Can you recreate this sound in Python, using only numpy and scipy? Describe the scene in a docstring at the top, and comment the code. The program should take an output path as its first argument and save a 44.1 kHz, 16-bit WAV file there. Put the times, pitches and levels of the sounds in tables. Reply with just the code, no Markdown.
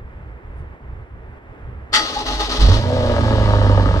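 """A V8 starting from cold, miked in stereo from the paving just behind its tailpipes in an open car park.
Over a gusty low rumble the starter pinion clacks in, and the motor cranks with a rattle and a growl.
The engine catches with a boom of the exhaust, flares, and sinks to a loud fast idle. Each firing
barks through the pipes; the near bank is louder, so the burble is uneven. A deep drone follows the
crankshaft, and a fine clatter comes from the engine bay."""
import sys
import numpy as np
from scipy import signal
from scipy.fft import rfft, irfft
from scipy.io import wavfile
from scipy.ndimage import uniform_filter1d, minimum_filter1d

SR = 44100
rng = np.random.default_rng(int(sys.argv[2]) if len(sys.argv) > 2 else 0)


def put_to_file(sound):
    """Save the sound as 16-bit audio at rate SR, in the file named by the first command-line argument."""
    columns = np.atleast_2d(sound).T  # one column per channel
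    safe = np.clip(columns, -1, 1)
    whole_steps = np.round(safe * 32767)
    wavfile.write(sys.argv[1], SR, whole_steps.astype(np.int16))


N = 176400
TIME = np.arange(N) / SR
BIN_HZ = np.fft.rfftfreq(N, 1 / SR)

# Levels in the tables are relative; each source adds its own gain.
# gusts across the car park: time_s, rumble_db, wash_db
GUSTS = [(0.0, -34.5, -50.5), (0.03, -34.5, -53.5), (0.106, -37, -51), (0.318, -36, -51), (0.34, -40, -53),
         (0.372, -32.5, -51.5), (0.408, -62, -52), (0.452, -37, -51), (0.632, -32, -50), (0.68, -37, -52),
         (0.744, -34, -50.5), (0.792, -66, -53.5), (0.824, -38.5, -52.5), (0.904, -33.5, -51),
         (1.026, -35.5, -51.5), (1.074, -49, -53.5), (1.158, -29.5, -53), (1.222, -43, -52),
         (1.302, -33, -51.5), (1.346, -43, -50), (1.382, -41, -49.5), (1.398, -55, -54), (1.52, -33, -50),
         (1.542, -49, -50), (1.664, -30.5, -50), (1.84, -37.5, -51), (1.878, -51, -51),
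         (1.91, -39.5, -49.5)]
# spectra of the low rumble and the outdoor wash: frequency_hz, level_db
RUMBLE_SPECTRUM = [(9, -31), (17, -15), (30, -1), (45, -4.5), (60, 3.5), (100, -7), (130, -7.5),
                   (165, -20.5), (220, -21.5), (300, -47), (480, -89)]
WASH_SPECTRUM = [(100, -28.5), (170, -7), (300, -6.5), (420, -4), (600, -9.5), (1000, -11), (1500, -13.5),
                 (2000, -14.5), (2600, -24.5), (3300, -33), (4200, -43.5), (5500, -46.5), (8000, -50.5),
                 (15500, -57.5)]
# spectrum of a faint scrape: frequency_hz, level_db
SCRAPE_SPECTRUM = [(2000, -20), (4000, -4), (7500, -6), (10000, 2), (12000, -10), (15000, -25)]
# the car's balance at the microphone: frequency_hz, left_minus_right_db
MIC_BALANCE = [(30, -1.5), (90, -4.5), (250, -1.5), (500, 0.5), (1200, 3), (4000, 4), (8000, -0.5),
               (14000, 7)]

# clatter from the engine bay: time_s, level_db
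CLATTER_LEVELS = [(2.6, -73), (2.8, -42), (2.882, -38.5), (3.18, -37), (3.558, -38.5), (4.0, -41.5)]
# its spectrum: frequency_hz, level_db
CLATTER_SPECTRUM = [(1180, -18), (2000, 0.5), (2500, -5.5), (3000, 0.5), (4500, -2), (5500, -8),
                    (7000, -17), (8500, -19), (11300, -30.5), (15500, -48)]
# blows of the starter pinion on the ring gear: start_s, level_db
PINION_BLOWS = [(1.921, -30), (1.928, -9), (1.936, -0.5), (1.946, 0), (1.956, 0), (1.965, -8.5),
                (1.977, -21), (1.992, -10)]
# their spectrum: frequency_hz, level_db
BLOW_SPECTRUM = [(120, -34), (200, -17), (310, -21), (515, -25), (618, -4), (728, -23), (858, -1),
                 (1010, -16), (1250, 1.5), (1700, -7.5), (1890, 3), (2330, -12.5), (2900, -7), (3500, -0.5),
                 (4000, -9.5), (4500, 0.5), (5400, -12.5), (7000, -16.5), (9600, -24), (10300, -33),
                 (11600, -28), (12600, -45), (15500, -48)]
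# resonances of the gear housing: pitch_hz, level_db
HOUSING_MODES = [(856, -40), (1249, -34), (1340, -38), (1540, -38), (1848, -43), (1890, -42), (2053, -46),
                 (3304, -39), (3714, -44), (4366, -35), (4625, -37), (5034, -41), (5776, -42)]
# cranking, swelling with each compression: time_s, gear_db, growl_db
CRANK_LEVELS = [(1.93, -65, -35.5), (2.02, -31, -30.5), (2.066, -32, -34), (2.218, -35, -34),
                (2.236, -40.5, -36), (2.276, -30, -30.5), (2.338, -32, -31.5), (2.382, -35, -38.5),
                (2.404, -26, -28), (2.454, -31.5, -38), (2.49, -33.5, -31), (2.502, -28, -30.5),
                (2.574, -30, -31), (2.59, -38, -34), (2.6, -28, -33), (2.64, -28, -28.5),
                (2.69, -31.5, -32), (2.75, -30, -35), (2.79, -36.5, -36), (2.83, -40, -55),
                (2.9, -71.5, -74)]
# spectra of the gear rattle and the starter's growl: frequency_hz, level_db
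GEAR_SPECTRUM = [(590, -28), (1000, -0.5), (1250, -1), (1650, -9.5), (1870, -3.5), (2300, -10), (3000, -2),
                 (3700, -1), (4500, -1), (5400, -9), (5900, -7.5), (7000, -19.5), (9500, -23), (10600, -33),
                 (11500, -31.5), (13700, -38.5), (15500, -51)]
GROWL_SPECTRUM = [(71, -42), (120, -33), (134, -7), (151, -40), (179, -24.5), (264, -0.5), (290, -11.5),
                  (324, 5), (355, -23.5), (423, 2.5), (460, -9), (649, -4), (711, -10), (833, 0.5),
                  (872, -7.5), (922, -16.5), (1100, -56), (1430, -45), (2420, -120)]
# the starter sings as it takes each load: centre_s, length_s, level_db
STARTER_LOADS = [(2.04, 0.035, -32.5), (2.171, 0.017, -20.5), (2.197, 0.044, -25.5), (2.31, 0.13, -34.5),
                 (2.427, 0.046, -24), (2.53, 0.048, -45)]

# boom of the exhaust as the engine turns over and catches: time_s, level_db
BOOM_LEVELS = [(2.12, -68), (2.17, -34), (2.24, -39), (2.3, -26.5), (2.39, -25.5), (2.48, -30),
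               (2.57, -28.5), (2.6, -17.5), (2.63, -6), (2.67, -8.5), (2.72, -24), (2.8, -27), (2.9, -67)]
# turbulent gas at the tailpipes: time_s, level_db
GAS_LEVELS = [(1.93, -67), (2.15, -44), (2.56, -38.5), (2.63, -17.5), (2.72, -18.5), (2.82, -30),
              (3.2, -26.5), (4, -31.5)]
# its spectrum: frequency_hz, level_db
GAS_SPECTRUM = [(12, 1), (27, 7.5), (45, -7), (70, 3), (130, -4), (200, -8), (400, -43), (1000, -68)]
# engine speed: time_s, firings_per_s
FIRING_RATE = [(2.5, 40), (2.62, 60), (2.7, 90), (2.8, 114), (2.87, 125), (2.95, 126), (3.05, 122),
               (3.15, 116), (3.25, 110.8), (3.35, 107.3), (3.5, 102.5), (3.65, 100.2), (3.8, 97.4),
               (4, 95.8)]
# cylinders in firing order, the near bank louder: level_db
CYLINDER_DB = [0, -8, -3.5, -4.5, -9.5, -3.5, -9, -10.5]
# drone at fractions of the firing rate: time_s, half_rate_db, three_quarter_rate_db, full_rate_db
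DRONE_LEVELS = [(2.58, -70, -67, -60), (2.63, -21, -21, -27), (2.71, -29, -32, -9.5), (2.78, -19, -28, -21),
                (2.87, -53, -20.5, -30), (3.05, -26, -22.5, -28), (3.15, -28, -20, -31.5),
                (3.25, -28, -25.5, -18), (3.36, -23, -24, -18.5), (3.5, -20, -25, -16.5),
                (3.65, -20.5, -27, -14), (3.78, -19, -32, -13), (3.89, -18.5, -27, -20), (4, -25, -21, -19)]
# weaker engine tones: multiple_of_cycle_rate, flare_db, settled_db
OVERTONES = [(2, -43, -47), (3, -46, -35), (5, -46, -28), (7, -42, -50), (10, -38.5, -35.5),
             (11, -51, -42.5), (14, -62, -32), (15, -37, -58), (16, -62, -34)]
# response of the exhaust pipes: frequency_hz, gain_db
PIPE_RESPONSE = [(88, -31), (150, -6.5), (181, -7.5), (205, -1), (248, 1.5), (274, 4.5), (303, -5.5),
                 (335, -2.5), (384, -9.5), (425, -6), (463, -9), (493, 1), (525, 6), (634, -1),
                 (701, -13.5), (878, -7), (923, -5.5), (1030, -14), (1130, -9.5), (1230, -8), (1400, -18.5),
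                 (1710, -14), (1960, -29), (2450, -33.5), (3000, -22.5), (3900, -59), (6600, -120)]
# standing waves in the tailpipes: pitch_hz, width_hz, level_db
PIPE_MODES = [(237, 36, -9), (441.5, 7.2, -12), (593, 6.9, -17.5), (947.6, 5.3, -9.5)]
# the bark's low, middle and high bands: time_s, body_db, honk_db, rasp_db
BARK_LEVELS = [(2.58, -48, -44, -46), (2.63, -28, -35, -40), (2.72, -26, -31, -35), (2.8, -29, -31, -37),
               (2.9, -31, -24, -35.5), (3.05, -28, -22.5, -32), (3.28, -25, -25, -28.5),
               (3.55, -26, -24.5, -27.5), (3.78, -26.5, -26, -28), (4, -28, -27, -29.5)]
# trim on those bands: body_db, honk_db, rasp_db
BARK_TRIM_DB = [-1, 0, 1.5]
# gas noise in their power: body_share, honk_share, rasp_share
BARK_GAS_SHARE = [.4, .35, .55]


def amp(db):
    """Decibels to gain."""
    return 10 ** (np.asarray(db) / 20)


def unit(x):
    """Scales to rms 1."""
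    return x / np.sqrt(np.mean(x ** 2) + 1e-20)


def level(table, column=1):
    """Gain over time from one dB column, fading in just before the first row."""
    rows = np.array(table)
    fade_in = np.clip((TIME - rows[0, 0]) / 0.012 + 1, 0, 1)
    return amp(np.interp(TIME, rows[:, 0], rows[:, column])) * fade_in


def spectrum_db(points):
    """A table over frequency, joined on a log axis."""
    hz, db = np.transpose(points)
    return np.interp(np.log(BIN_HZ + 1), np.log(hz + 1), db)


def colour(x, points):
    """Minimum-phase filter with the given spectrum; output of rms 1."""
    log_gain = np.log(amp(np.maximum(spectrum_db(points), -100)))
    response = np.exp(np.conj(signal.hilbert(np.r_[log_gain, log_gain[-2:0:-1]])))
    return unit(irfft(rfft(x) * response[:len(BIN_HZ)], N))


def cut(x, hz, kind):
    """Steep high-, low- or band-pass."""
    return signal.sosfilt(signal.butter(N=4, Wn=hz, btype=kind, fs=SR, output="sos"), x)


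def ringing(drive, hz, width_hz):
    """One narrow resonance."""
    return signal.lfilter([1], [1, -np.exp((-np.pi * width_hz + 2j * np.pi * hz) / SR)], drive).real


def decay(impulses, decay_s):
    """Gives each impulse an exponential tail."""
    return signal.lfilter([1], [1, -np.exp(-1 / (decay_s * SR))], impulses)


def drift(rate_hz):
    """Slow random wander of rms 1."""
    return unit(irfft(rfft(rng.standard_normal(N)) * np.exp(-(BIN_HZ / rate_hz) ** 2), N))


def waver(hz, depth, rate_hz):
    """A tone of rms 1 with unsteady pitch."""
    return np.sqrt(2) * np.sin(2 * np.pi * np.cumsum(hz * (1 + depth * drift(rate_hz))) / SR)


def hiss(shared):
    """Stereo noise with a share of its power common to both sides."""
    return np.sqrt(shared) * rng.standard_normal(N) + np.sqrt(1 - shared) * rng.standard_normal((2, N))


def rattle(per_s, spread_db, tick_s, shared):
    """Dense short ticks of uneven size."""
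    hits = rng.random(N) < per_s / SR
    power = hits * amp(spread_db * np.minimum(rng.exponential(1, N), 3)) ** 2
    return unit(hiss(shared) * np.sqrt(decay(power, tick_s / 2)))


def outdoors():
    """All round the microphone, a low rumble comes in gusts over a soft wash."""
    rumble = level(GUSTS, column=1) * colour(hiss(shared=0.98), RUMBLE_SPECTRUM)
    wash = level(GUSTS, column=2) * colour(hiss(shared=0.65), WASH_SPECTRUM)
    return amp(1) * rumble + amp(6.5) * wash


def scrape(centre_s=0.59, half_length_s=0.03):
    """One small, faint scrape before the start."""
    swell = np.exp(-((TIME - centre_s) / half_length_s) ** 2)
    return amp(-70.5) * swell * colour(hiss(shared=0.46), SCRAPE_SPECTRUM)


def car_park(direct, t60_s=0.17, low_cut_hz=1130):
    """Adds short diffuse reflections from the underbody, the paving and parked cars."""
    t = TIME[:SR // 2]
    tail = rng.standard_normal((2, len(t))) * amp(-60 * t / t60_s) * (t > 0.004)
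    tail /= np.linalg.norm(tail, axis=1, keepdims=True)
    reflections = signal.oaconvolve(cut(direct, low_cut_hz, "highpass"), tail, axes=1)[:, :N]
    return direct + amp(-6) * reflections


def mic_balance(car):
    """At the microphone the car's treble leans mostly left and its bass right."""
    fade_out = np.r_[np.ones(N), np.linspace(1, 0, SR)]  # acts on the padding only
    padded = np.pad(car, ((0, 0), (0, SR)), mode="reflect") * fade_out
    lean = amp(np.interp(np.fft.rfftfreq(N + SR, 1 / SR), BIN_HZ, spectrum_db(MIC_BALANCE)) / 2)
    return irfft(rfft(padded) * np.array([lean, 1 / lean]), N + SR)[:, :N]


def mic_delay(x, lag_s):
    """Sound reaches the right side of the microphone a little later."""
    return np.array([x[0], np.pad(x[1], (round(lag_s * SR), 0), mode="edge")[:N]])


def engine_bay():
    """Valves, injectors and belts blur into a fine clatter."""
    ticks = rattle(per_s=2000, spread_db=-1, tick_s=0.0044, shared=0.58)
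    return amp(2) * level(CLATTER_LEVELS) * colour(ticks, CLATTER_SPECTRUM)


def pinion(attack_s=0.0044, blow_t60_s=0.085, ring_t60_s=0.33):
    """The pinion slams home in a quick run of blows that ring the housing."""
    power, ring = np.zeros(N), np.zeros((2, N))
    for start_s, blow_db in PINION_BLOWS:
        age = np.maximum(TIME - start_s, 0)
        power += (amp(blow_db - 60 * age / blow_t60_s) * np.minimum(age / attack_s, 1)) ** 2
    t = TIME[:SR // 2]
    loudest_db = max(db for hz, db in HOUSING_MODES)
    for hz, db in HOUSING_MODES:
        knocks = np.zeros((2, N))
        for start_s, blow_db in PINION_BLOWS:
            force = amp(blow_db) * (1 + 0.34 * rng.standard_normal(2))
            knocks[:, round(start_s * SR) + rng.integers(40)] = force
        mode = amp(db - loudest_db - 60 * t / ring_t60_s) * np.sin(2 * np.pi * hz * t)
        ring += signal.oaconvolve(knocks, mode[None], axes=1)[:, :N]
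    clacks = np.sqrt(power) * colour(hiss(shared=0.27), BLOW_SPECTRUM)
    return amp(-7) * clacks + amp(-23) * ring


def starter():
    """Gear teeth rattle and keep the housing ringing; the motor growls and its casing sings under load."""
    teeth = rattle(per_s=820, spread_db=-4, tick_s=0.009, shared=0.62)
    housing = unit(sum(amp(db) * ringing(teeth, hz, width_hz=22) for hz, db in HOUSING_MODES))
    gears = level(CRANK_LEVELS, column=1) * (colour(teeth, GEAR_SPECTRUM) + amp(-12.5) * housing)
    growl = level(CRANK_LEVELS, column=2) * colour(hiss(shared=0.95), GROWL_SPECTRUM)
    load = sum(amp(db) * np.exp(-(2 * (TIME - centre_s) / length_s) ** 2)
               for centre_s, length_s, db in STARTER_LOADS)
    return amp(3.5) * gears + amp(2) * growl + load * waver(hz=840, depth=0.0204, rate_hz=80)


def exhaust_boom():
    """The exhaust system's lowest resonance and the rush of gas through it."""
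    boom = level(BOOM_LEVELS) * waver(hz=47.8, depth=0.04, rate_hz=15)
    return boom + level(GAS_LEVELS) * colour(hiss(shared=0.88), GAS_SPECTRUM)


def engine_cycles(first_cylinder_s=3.307):
    """Cycles of eight firings, counted from a moment when the first cylinder fires."""
    cycles = np.cumsum(np.interp(TIME, *np.transpose(FIRING_RATE))) / SR / len(CYLINDER_DB)
    return cycles - np.interp(first_cylinder_s, TIME, cycles)


def exhaust_drone(cycles):
    """Clean low tones locked to the crankshaft; the overtones change balance as the idle settles."""
    tones = sum(level(DRONE_LEVELS, column) * np.sin(2 * np.pi * multiple * cycles)
                for column, multiple in enumerate((4, 6, 8), start=1))
    running = np.clip((TIME - 2.65) / 0.11, 0, 1)
    settled = np.clip((TIME - 3) / 0.44, 0, 1)
    for multiple, flare_db, settled_db in OVERTONES:
        gain = amp(flare_db + (settled_db - flare_db) * settled + 2 * drift(rate_hz=5.7))
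        tones += running * gain * np.sin(2 * np.pi * (multiple * cycles + rng.random()))
    return np.sqrt(2) * tones


def unit_running(x):
    """Scales to rms 1 over the time after the engine catches."""
    return x / x[:, TIME > BARK_LEVELS[0][0]].std()


def standing_waves(drive):
    """The pipes ring on between firings at a few fixed pitches, following the body of the bark."""
    rings = sum(amp(db) * unit_running(ringing(drive, hz, width_hz)) for hz, width_hz, db in PIPE_MODES)
    return level(BARK_LEVELS, column=1) * rings


def exhaust_bark(cycles, spread_db=0.8, jitter_s=0.0001, edges_hz=(169.5, 407, 734, 3200)):
    """Close to the microphone, each firing sends a pressure pulse and a puff of gas through the pipes."""
    firing = np.floor(cycles * len(CYLINDER_DB)).astype(int)
    onsets = np.flatnonzero(np.diff(firing)) + 1
    size_scatter, time_scatter = rng.standard_normal((400, 2))[:len(onsets)].T
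    sizes = amp(np.take(CYLINDER_DB, firing[onsets] % len(CYLINDER_DB)) + spread_db * size_scatter)
    pulses = np.zeros(N)
    pulses[np.clip(onsets + (jitter_s * SR * time_scatter).astype(int), 0, N - 1)] = sizes
    puffs = hiss(shared=0.9) * (0.08 + decay(pulses, decay_s=0.0035))  # some hiss stays between firings
    pressure, gas = colour(pulses, PIPE_RESPONSE), colour(puffs, PIPE_RESPONSE)
    bark = 0
    for i, gas_share in enumerate(BARK_GAS_SHARE):  # body, honk, rasp
        blend = np.sqrt(1 - gas_share) * pressure + np.sqrt(gas_share) * gas
        band = unit_running(cut(blend, edges_hz[i:i + 2], "bandpass"))
        bark += band * level(BARK_LEVELS, column=i + 1) * amp(BARK_TRIM_DB[i])
    return bark + standing_waves(cut(pressure + gas, edges_hz[0], "highpass"))


def scene():
    """The car stands close and slightly left of the microphone, with the open car park around it."""
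    cycles = engine_cycles()
    exhaust = exhaust_drone(cycles) + exhaust_bark(cycles) + exhaust_boom()
    car = mic_balance(car_park(exhaust + pinion() + starter() + engine_bay()))
    background = (outdoors() + scrape()) * amp([[-0.9], [0.9]])  # a little louder on the right
    return mic_delay(car, lag_s=0.00017) + mic_delay(background, lag_s=0.00023)


def record(dry, ceiling_db=-1, limiter_s=0.004, top_hz=15700):
    """A quick limiter holds the highest peaks, then a steep low-pass takes off the top."""
    span = round(limiter_s * SR)
    allowed_gain = np.minimum(1, amp(ceiling_db) / (abs(dry).max(axis=0) + 1e-9))
    limited = dry * uniform_filter1d(minimum_filter1d(allowed_gain, span), span)
    taps = signal.firwin(511, top_hz, window=("kaiser", 9), fs=SR)
    padded = np.pad(limited, ((0, 0), (len(taps) // 2,) * 2), mode="reflect")
    return signal.oaconvolve(padded, taps[None], "valid", axes=1)


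dry = scene()
out = record(dry)
put_to_file(out)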